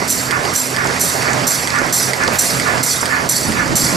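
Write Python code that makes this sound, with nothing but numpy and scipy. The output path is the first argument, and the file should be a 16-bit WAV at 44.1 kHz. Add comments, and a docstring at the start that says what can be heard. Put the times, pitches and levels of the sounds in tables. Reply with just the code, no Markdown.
"""Motor hum and belt roar open a factory scene, a card knocks, then a steel arm clangs close by.
For each carton blank an air valve hisses, the arm rattles out and the rollers jingle; a latch ticks
and card scrapes along the rails. Noise and random impacts drive these sounds, many through ringing modes;
the motor is wavering sines. A limiter ducks the whole mix around its loudest moments."""
import sys
import numpy as np
from scipy import signal
from scipy.fft import rfft, irfft
from scipy.io import wavfile
from scipy.ndimage import uniform_filter1d, minimum_filter1d

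SR = 44100
rng = np.random.default_rng(int(sys.argv[2]) if len(sys.argv) > 2 else 0)


def boost_factor(decibels):
    """Convert a level in decibels to a linear amplitude factor."""
    exponent = np.asarray(decibels, float) / 20
    return 10 ** exponent


def put_to_file(sound):
    """Save the sound as 16-bit audio at rate SR, in the file named by the first command-line argument."""
    columns = np.atleast_2d(sound).T  # one column per channel
    safe = np.clip(columns, -1, 1)
    whole_steps = np.round(safe * 32767)
    wavfile.write(sys.argv[1], SR, whole_steps.astype(np.int16))


N = 174636

# All levels in the source tables are relative; each layer's gains add to them.
# Motor hum lines: (frequency [Hz], level [dB])
HUM_LINES = [(86, -38), (129.2, -30), (172, -37), (258.4, -32.5)]
# Belt roar spectrum: (frequency [Hz], density [dB per Hz])
ROAR_SPECTRUM = [(12, -43), (20, -18.5), (136, -3), (462, -5.5), (627, -4), (783, -6.5), (1610, -6.5),
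                 (2130, -7), (3140, -17.5), (4150, -17), (4510, -12), (6300, -17.5), (7440, -18.5),
                 (13700, -35.5), (15300, -34)]
# Low rumble swelling near the end: (time [s], level [dB])
RUMBLE_LEVELS = [(3.3, -42), (3.494, -10.5), (3.532, -17.5), (3.686, -20), (3.706, -14), (3.746, -9.5),
                 (3.784, -28), (3.836, -12.5), (3.876, -23), (3.96, -12)]
# Microphones panning along the machine: (time [s], drone level [dB], left minus right [dB])
PAN_MOVES = [(0, 0, -0.5), (.7, -1, 0), (1.5, -1, -0.5), (2.3, 2.4, 0), (3, 1.5, -0.5), (3.4, 1, 0),
             (3.6, 1.5, 0), (3.96, 2.5, 0.5)]
# Short treble puffs: (start [s], level [dB], length [s])
TREBLE_PUFFS = [(2.325, -23, 0.06), (1.86, -25, 0.01)]
# Card scrapes: (loudest moment [s], level [dB])
CARD_SCRAPES = [(.34, -14), (.8, -14), (1.282, -14), (1.768, -12), (2.23, -12), (2.689, -12.5), (3.15, -12),
                (3.608, -12.5)]
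# Modes heard in the scrape: (frequency [Hz], width [Hz], level [dB])
SCRAPE_MODES = [(1207, 76, -4.5), (1440, 120, -1), (1719, 76, 1)]
# Card knocks between the clangs: (time [s], level [dB], centre [Hz])
CARD_KNOCKS = [(0.021, -8, 395), (0.45, -9, 657), (0.853, -7.5, 1020), (1.817, -13, 627), (1.847, -11, 690),
               (2.203, -8, 1440), (2.28, -5, 627), (2.736, -10.5, 950), (3.029, -7, 1280),
               (3.111, -16, 1680), (3.198, -16.5, 600), (3.662, -12, 587)]
# Ticks of small parts: (time [s], level [dB], centre [Hz])
PART_TICKS = [(0.4518, -12.5, 4400), (0.844, -13, 7100), (0.872, -13, 6030), (0.941, -22, 9000),
              (1.3037, -15, 7500), (1.332, -11, 6500), (1.7035, -11, 4810), (1.7582, -13, 7500),
              (1.7866, -10, 6240), (2.236, -9, 6130), (2.278, -6.5, 4700), (2.6219, -15, 4690),
              (2.675, -12, 7440), (2.779, -13, 5900), (3.679, -12, 5300)]
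# Latch ticks: (time [s], level [dB])
LATCH_TICKS = [(0.309, -8), (0.7636, -10), (1.2226, -13), (1.6731, -9), (2.1331, -6), (2.598, -8),
               (3.056, -9.5), (3.5206, -12)]
# Modes of latch and small parts: (frequency [Hz], width before TICK_SPREAD [Hz], level [dB])
TICK_MODES = [(2000, 200, 4), (3400, 900, -3), (4800, 700, 0), (6500, 1400, -7), (8500, 1200, -3),
              (10800, 1800, -12), (13500, 1500, -21)]
# Machine strokes: (air valve opens [s], level [dB], late jingle [dB], delay of the arm [s])
STROKES = [(0.0747, -1.5, -12, 0.02), (0.534, -1.5, -12, 0.017), (.992, -2, -6.5, 0.015),
           (1.468, -2, -5, 0.0011), (1.924, -1, -2.5, 0.0011), (2.385, 1, -2.5, .001),
           (2.8286, -1.5, 0, 0.00061), (3.2891, -1.5, 0, 0.0007), (3.754, 0, -2.5, 0.00063)]
# Roller modes: (frequency [Hz], width before ROLLER_SPREAD [Hz], level [dB])
ROLLER_MODES = [(3390, 35, -13), (3740, 25, -9), (4150, 27, -10), (4410, 33, -3), (4630, 30, -1),
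                (4890, 30, -6), (5140, 31, -1), (5500, 32, -6), (5910, 42, 0), (6720, 33, -3),
                (7450, 57, -1), (7820, 30, -5), (7950, 18, -5), (8820, 40, -6), (9060, 51, -8),
                (9360, 56, -7), (10100, 41, -9), (10500, 35, -8), (11200, 42, -10), (11500, 44, -9),
                (12600, 34, -12), (13570, 50, -13)]
# Air hiss spectrum: (frequency [Hz], density [dB per Hz])
AIR_SPECTRUM = [(1470, -30), (3200, -13.5), (4900, -7), (5800, -3.5), (6310, -7), (7340, -4), (13700, -10),
                (14500, -90), (15300, -81)]
# Steel arm modes: (frequency [Hz], width before ARM_SPREAD [Hz], level [dB])
ARM_MODES = [(4250, 120, -13), (5960, 100, -4), (6780, 55, -15), (7130, 30, -10), (7430, 61, 0),
             (7950, 30, -10), (8830, 20, -14), (9060, 33, -8), (9350, 46, -5), (10500, 32, -15),
             (11200, 34, -9), (11500, 42, -9), (13550, 110, -10)]
# Stereo likeness: (frequency [Hz], left-right likeness [-1 to 1])
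STEREO_LIKENESS = [(30, 0.75), (60, 0.18), (110, 0.49), (200, 0.66), (380, 0.81), (700, 0.39),
                   (1280, -0.31), (2370, 0.17), (3500, 0.58), (4370, 0.94), (8060, 0.98), (14900, 1)]
# Stereo lean: (frequency [Hz], left minus right [dB])
STEREO_LEAN = [(60, -3), (125, -2.6), (250, -5), (500, -7), (1200, -9.5), (2300, -7.5), (3750, -3),
               (7470, -3.5), (14900, -4.2)]

HUM_WAVER_DB, HUM_WAVER_HZ, HUM_SLIP_S = 3, 14, 0.0006  # rms level drift, its fastest rate, rms time drift
ROAR_DB, ROAR_PATCH_DB, ROAR_SWELL_DB = -16, 1.8, 1.1
RUMBLE_HZ, RUMBLE_WIDTH_HZ = 181, 193
PUFF_HZ, PUFF_WIDTH_HZ = 10000, 7000
SCRAPE_RISE_S, SCRAPE_FALL_S, SCRAPE_GRAINS_PER_S = 0.045, 0.05, 1500
RUB_DB, RUB_HZ, RUB_WIDTH_HZ = -5, 2010, 580
SHUFFLE_AFTER_S, SHUFFLE_S, SHUFFLE_DB, SHUFFLE_HZ, SHUFFLE_WIDTH_HZ = 0.079, 0.061, -5.5, 594, 1030
KNOCK_T60_S, KNOCK_WIDTH_HZ, KNOCK_GAIN_DB = 0.056, 1070, -1
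SMALL_T60_S, SMALL_WIDTH_HZ, SMALL_GAIN_DB, SMALL_CRACK_DB = 0.029, 1700, -3, 13
TICK_T60_S, TICK_GAIN_DB, CRACK_DB, TICK_SPREAD = 0.035, -6, 25, 0.8
BOUNCE_S, BOUNCE_DB = 0.0058, -5
JINGLE_RISE_S, JINGLE_FALL_DB_PER_S, JINGLE_HITS_PER_S, JINGLE_IDLE_DB = 0.071, 100, 1500, -31
JINGLE_PATCH_DB, ROLLER_SPREAD = 2.8, 0.85
RAIL_HZ, RAIL_WIDTH_HZ, RAIL_DB = 2010, 26.4, -17
AIR_DB, AIR_HOLD_S, AIR_FALL_DB_PER_S = -13.5, 0.042, 89
ARM_GAIN_DB, ARM_FALL_DB_PER_S, ARM_HITS_PER_S, ARM_SPREAD = -4, 170, 2800, 1.5
STRIKE_DB = 17  # the single first blow above the rattle
CONTACT_S = 0.0003  # softens the onset of every ringing body
LOW_HZ, TOP_HZ = 44.3, 14480  # edges of the microphones' range
LIMIT_DB, SQUEEZE, WINDOW_S = -5, 0.64, 0.017  # SQUEEZE: dB of cut per dB over the limit
PEAK_FALL_DB_PER_S = 30  # how fast the held peak reading sinks


def evened(x):
    """Scales to rms 1."""
    return x / np.sqrt(np.mean(x ** 2) + 1e-20)


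def read(points, hz):
    """Reads a table on a log-frequency axis."""
    f, value = np.transpose(points)
    return np.interp(np.log(hz + 1), np.log(f + 1), value)


def noise():
    """Two unrelated white noises."""
    return rng.standard_normal((2, N))


def colour(x, spectrum):
    """Gives x a spectrum, rms 1."""
    gain = boost_factor(read(spectrum, np.fft.rfftfreq(N, 1 / SR)))
    return evened(irfft(rfft(x) * gain, N))


def band(x, hz, width):
    """A bell-shaped band of x around hz, rms 1; width is the half-width at 1/e amplitude."""
    n = x.shape[1]
    bell = np.exp(-((np.fft.rfftfreq(n, 1 / SR) - hz) / width) ** 2)
    return evened(irfft(rfft(x) * bell, n))


def grains(per_s, spread_db):
    """Random small impacts of uneven size and either sign, rms 1."""
    size = boost_factor(spread_db * np.minimum(rng.exponential(1, (2, N)), 4))
    size = size * rng.choice([-1, 1], (2, N))
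    return evened(size * (rng.random((2, N)) < per_s / SR))


def ring(x, modes, spread):
    """Passes impacts through decaying modes of a body; wider modes die faster. Unit-energy response."""
    t = np.arange(SR // 4) / SR
    body = np.zeros(len(t))
    for hz, width, db in modes:
        width = np.clip(width * spread, 5, 2000)
        body += boost_factor(db) * width * np.exp(-np.pi * width * t) * np.sin(2 * np.pi * hz * t)
    body *= 1 - np.exp(-t / CONTACT_S)
    return signal.oaconvolve(x, body[None] / np.linalg.norm(body), axes=1)[:, :N]


def after(s):
    """Time since s, and a switch that is on from then."""
    t = np.arange(N) / SR - s
    return np.maximum(t, 0), t >= 0


def slow(top_hz, low_hz=0.301):
    """Slow random drift of rms 1, a sum of sines weaker towards the fast end."""
    t = np.arange(N) / SR
    rates = np.geomspace(low_hz, top_hz, num=16)
    return evened(sum(np.sin(2 * np.pi * (f * t + rng.random())) / np.sqrt(f) for f in rates))


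def patchy(x, depth_db):
    """Lets drifting patches of the spectrum swell and sink."""
    z = signal.stft(x, nperseg=512, noverlap=384)[2]
    patches = uniform_filter1d(rng.standard_normal(z.shape[1:]), size=6, axis=0)
    patches = evened(uniform_filter1d(patches, size=12, axis=1))
    return signal.istft(z * boost_factor(depth_db * patches), nperseg=512, noverlap=384)[1][:, :N]


def motor_hum():
    """Steady motor lines whose level and phase waver."""
    t = np.arange(N) / SR
    hum = np.zeros(N)
    for hz, db in HUM_LINES:
        level = np.sqrt(2) * boost_factor(db + HUM_WAVER_DB * slow(HUM_WAVER_HZ, 1.487))
        slipping_t = t + HUM_SLIP_S * slow(HUM_WAVER_HZ, 0.98)
        hum += level * np.sin(2 * np.pi * hz * slipping_t)
    return hum * [[1], [0.6]]


def belt_roar():
    """Broad coloured noise with a patchy spectrum and a slow swell."""
    roar = evened(patchy(colour(noise(), ROAR_SPECTRUM), ROAR_PATCH_DB))
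    return boost_factor(ROAR_DB + ROAR_SWELL_DB * slow(5.25)) * roar


def rumble():
    """Low-banded impacts swelling near the end."""
    s, db = np.transpose(RUMBLE_LEVELS)
    level = boost_factor(np.interp(np.arange(N) / SR, s, db, left=-90))
    return level * band(grains(500, 2.0), RUMBLE_HZ, RUMBLE_WIDTH_HZ)


def drone():
    """Hum and roar change level as the microphones pan; the rumble lies over them."""
    s, near_db, _ = np.transpose(PAN_MOVES)
    nearness = boost_factor(np.interp(np.arange(N) / SR, s, near_db))
    return nearness * (motor_hum() + belt_roar()) + rumble()


def puffs():
    """Brief gated hisses high in the treble."""
    t = np.arange(N) / SR
    gate = np.zeros(N)
    for s, db, length in TREBLE_PUFFS:
        gate += boost_factor(db) * np.clip(np.minimum(t - s, s + length - t) / 0.0048, 0, 1)  # 4.8 ms ramps
    return gate * band(noise(), PUFF_HZ, PUFF_WIDTH_HZ)


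def scrapes():
    """Card rubs through the rails in a swell of grains, then shuffles lower."""
    t, rub, shuffle = np.arange(N) / SR, np.zeros(N), np.zeros(N)
    for s, db in CARD_SCRAPES:
        rub += boost_factor(db) * np.exp(-((t - s) / np.where(t < s, SCRAPE_RISE_S, SCRAPE_FALL_S)) ** 2)
        shuffle += boost_factor(db + SHUFFLE_DB) * np.exp(-((t - s - SHUFFLE_AFTER_S) / SHUFFLE_S) ** 2)
    ringing = ring(rub * grains(SCRAPE_GRAINS_PER_S, 1.7), SCRAPE_MODES, 1.0)
    rubbing = rub * boost_factor(RUB_DB) * band(grains(900, 2.9), RUB_HZ, RUB_WIDTH_HZ)
    shuffling = shuffle * band(grains(1000, 1.0), SHUFFLE_HZ, SHUFFLE_WIDTH_HZ)
    return ringing + rubbing + shuffling


def noise_taps(rows, width, t60, gain_db):
    """Short decaying bands of noise, one for each row of (time, level, centre)."""
    out, t = np.zeros((2, N + 4096)), np.arange(4096) / SR
    for s, db, hz in rows:
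        at = round(s * SR)
        tap = band(rng.standard_normal((2, len(t))), hz, width)
        out[:, at:at + 4096] += boost_factor(db + gain_db - 60 * t / t60) * tap
    return out[:, :N]


def card_knocks():
    """Card knocks between the clangs: low, broad noise taps."""
    return noise_taps(CARD_KNOCKS, KNOCK_WIDTH_HZ, KNOCK_T60_S, KNOCK_GAIN_DB)


def small_ticks():
    """Small parts tick: a noise tap with an impulse ringing the tick modes."""
    crack = np.zeros((1, N))
    for s, db, _ in PART_TICKS:
        crack[0, round(s * SR)] = boost_factor(db + SMALL_CRACK_DB)
    taps = noise_taps(PART_TICKS, SMALL_WIDTH_HZ, SMALL_T60_S, SMALL_GAIN_DB)
    return taps + ring(np.repeat(crack, 2, axis=0), TICK_MODES, TICK_SPREAD)


def latch():
    """The latch cracks and bounces once, each impulse with a decaying puff of noise through its modes."""
    puff, crack, t = np.zeros(N), np.zeros(N), np.arange(4096) / SR
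    for s, db in LATCH_TICKS:
        for late, drop_db in ((0, 0), (BOUNCE_S, BOUNCE_DB)):
            at = round((s + late) * SR)
            level_db = db + TICK_GAIN_DB + drop_db
            puff[at:at + 4096] += boost_factor(level_db - 60 * t / TICK_T60_S)
            crack[at + SR // 2000] = boost_factor(level_db + CRACK_DB)  # just after the puff starts
    return ring(crack + puff * noise(), TICK_MODES, TICK_SPREAD)


def roller_jingle():
    """After each stroke, many small hits ring rollers and rail, building up and fading."""
    power = np.full(N, boost_factor(2 * JINGLE_IDLE_DB))
    for s, db, late_db, delay in STROKES:
        t, _ = after(s + delay)
        rise = np.minimum(t / JINGLE_RISE_S, 1) ** 2
        power += (rise * boost_factor(db + late_db - JINGLE_FALL_DB_PER_S * t)) ** 2
    shake = np.sqrt(power) * grains(JINGLE_HITS_PER_S, 2.45)
    rail = boost_factor(RAIL_DB) * ring(shake, [(RAIL_HZ, RAIL_WIDTH_HZ, 0)], 1.0)
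    return patchy(ring(shake, ROLLER_MODES, ROLLER_SPREAD) + rail, JINGLE_PATCH_DB)


def air_hiss():
    """Each valve lets out coloured noise that opens fast, holds, then decays."""
    level = np.zeros(N)
    for s, db, _, delay in STROKES:
        t, _ = after(s)
        opening = np.minimum(t / (0.0014 + delay / 4), 1)
        level += opening * boost_factor(db + AIR_DB - AIR_FALL_DB_PER_S * np.maximum(t - AIR_HOLD_S, 0))
    return level * colour(noise(), AIR_SPECTRUM)


def steel_arm():
    """One strong blow and a decaying rattle of hits ring the arm's modes."""
    rattle, blow = np.zeros(N), np.zeros(N)
    for s, db, _, delay in STROKES:
        t, _ = after(s + delay)
        onset = np.minimum(t / (0.00093 + delay / 4), 1)
        rattle += onset * boost_factor(db + ARM_GAIN_DB - ARM_FALL_DB_PER_S * t)
        blow[round((s + delay) * SR)] = boost_factor(db + ARM_GAIN_DB + STRIKE_DB)
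    return ring(blow + rattle * grains(ARM_HITS_PER_S, 4.0), ARM_MODES, ARM_SPREAD)


def scene():
    """Each source comes as two versions; the microphones share the first and differ by the second."""
    background = drone() + puffs()
    card_and_latch = scrapes() + card_knocks() + small_ticks() + latch()
    clangs = roller_jingle() + air_hiss() + steel_arm()
    shared, apart = rfft(background + card_and_latch + clangs)
    hz = np.fft.rfftfreq(N, 1 / SR)
    same = np.clip(read(STEREO_LIKENESS, hz), -0.999, 0.999)
    lean = boost_factor(read(STEREO_LEAN, hz) / 2)
    left = shared * lean
    right = (same * shared + np.sqrt(1 - same ** 2) * apart) / lean
    edges = 1 / np.sqrt((1 + (LOW_HZ / (hz + 1)) ** 4) * (1 + (hz / TOP_HZ) ** 240))
    pair = irfft(edges * np.array([left, right]), N)
    s, _, turn_db = np.transpose(PAN_MOVES)
    return pair * boost_factor(np.interp(np.arange(N) / SR, s, turn_db) * [[0.5], [-0.5]])


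def roll_off(x):
    """The treble ends steeply here."""
    return signal.sosfilt(signal.butter(12, 15470, fs=SR, output="sos"), x)


def record(dry):
    """A look-ahead limiter turns both channels down just before peaks and recovers steadily."""
    peak_db = 20 * np.log10(abs(dry).max(0) + 1e-9)
    fall, window = np.arange(N) * PEAK_FALL_DB_PER_S / SR, int(WINDOW_S * SR)
    held_db = np.maximum.accumulate(peak_db + fall) - fall
    over_db = np.maximum(held_db - LIMIT_DB, 0)
    widened_db = -minimum_filter1d(-over_db, window)
    over_db = uniform_filter1d(widened_db, window, origin=-(window // 2))  # averages what is to come
    limited = np.clip(dry * boost_factor(-SQUEEZE * over_db), -1, 1)
    return roll_off(limited)


dry = scene()
out = record(dry)
put_to_file(out)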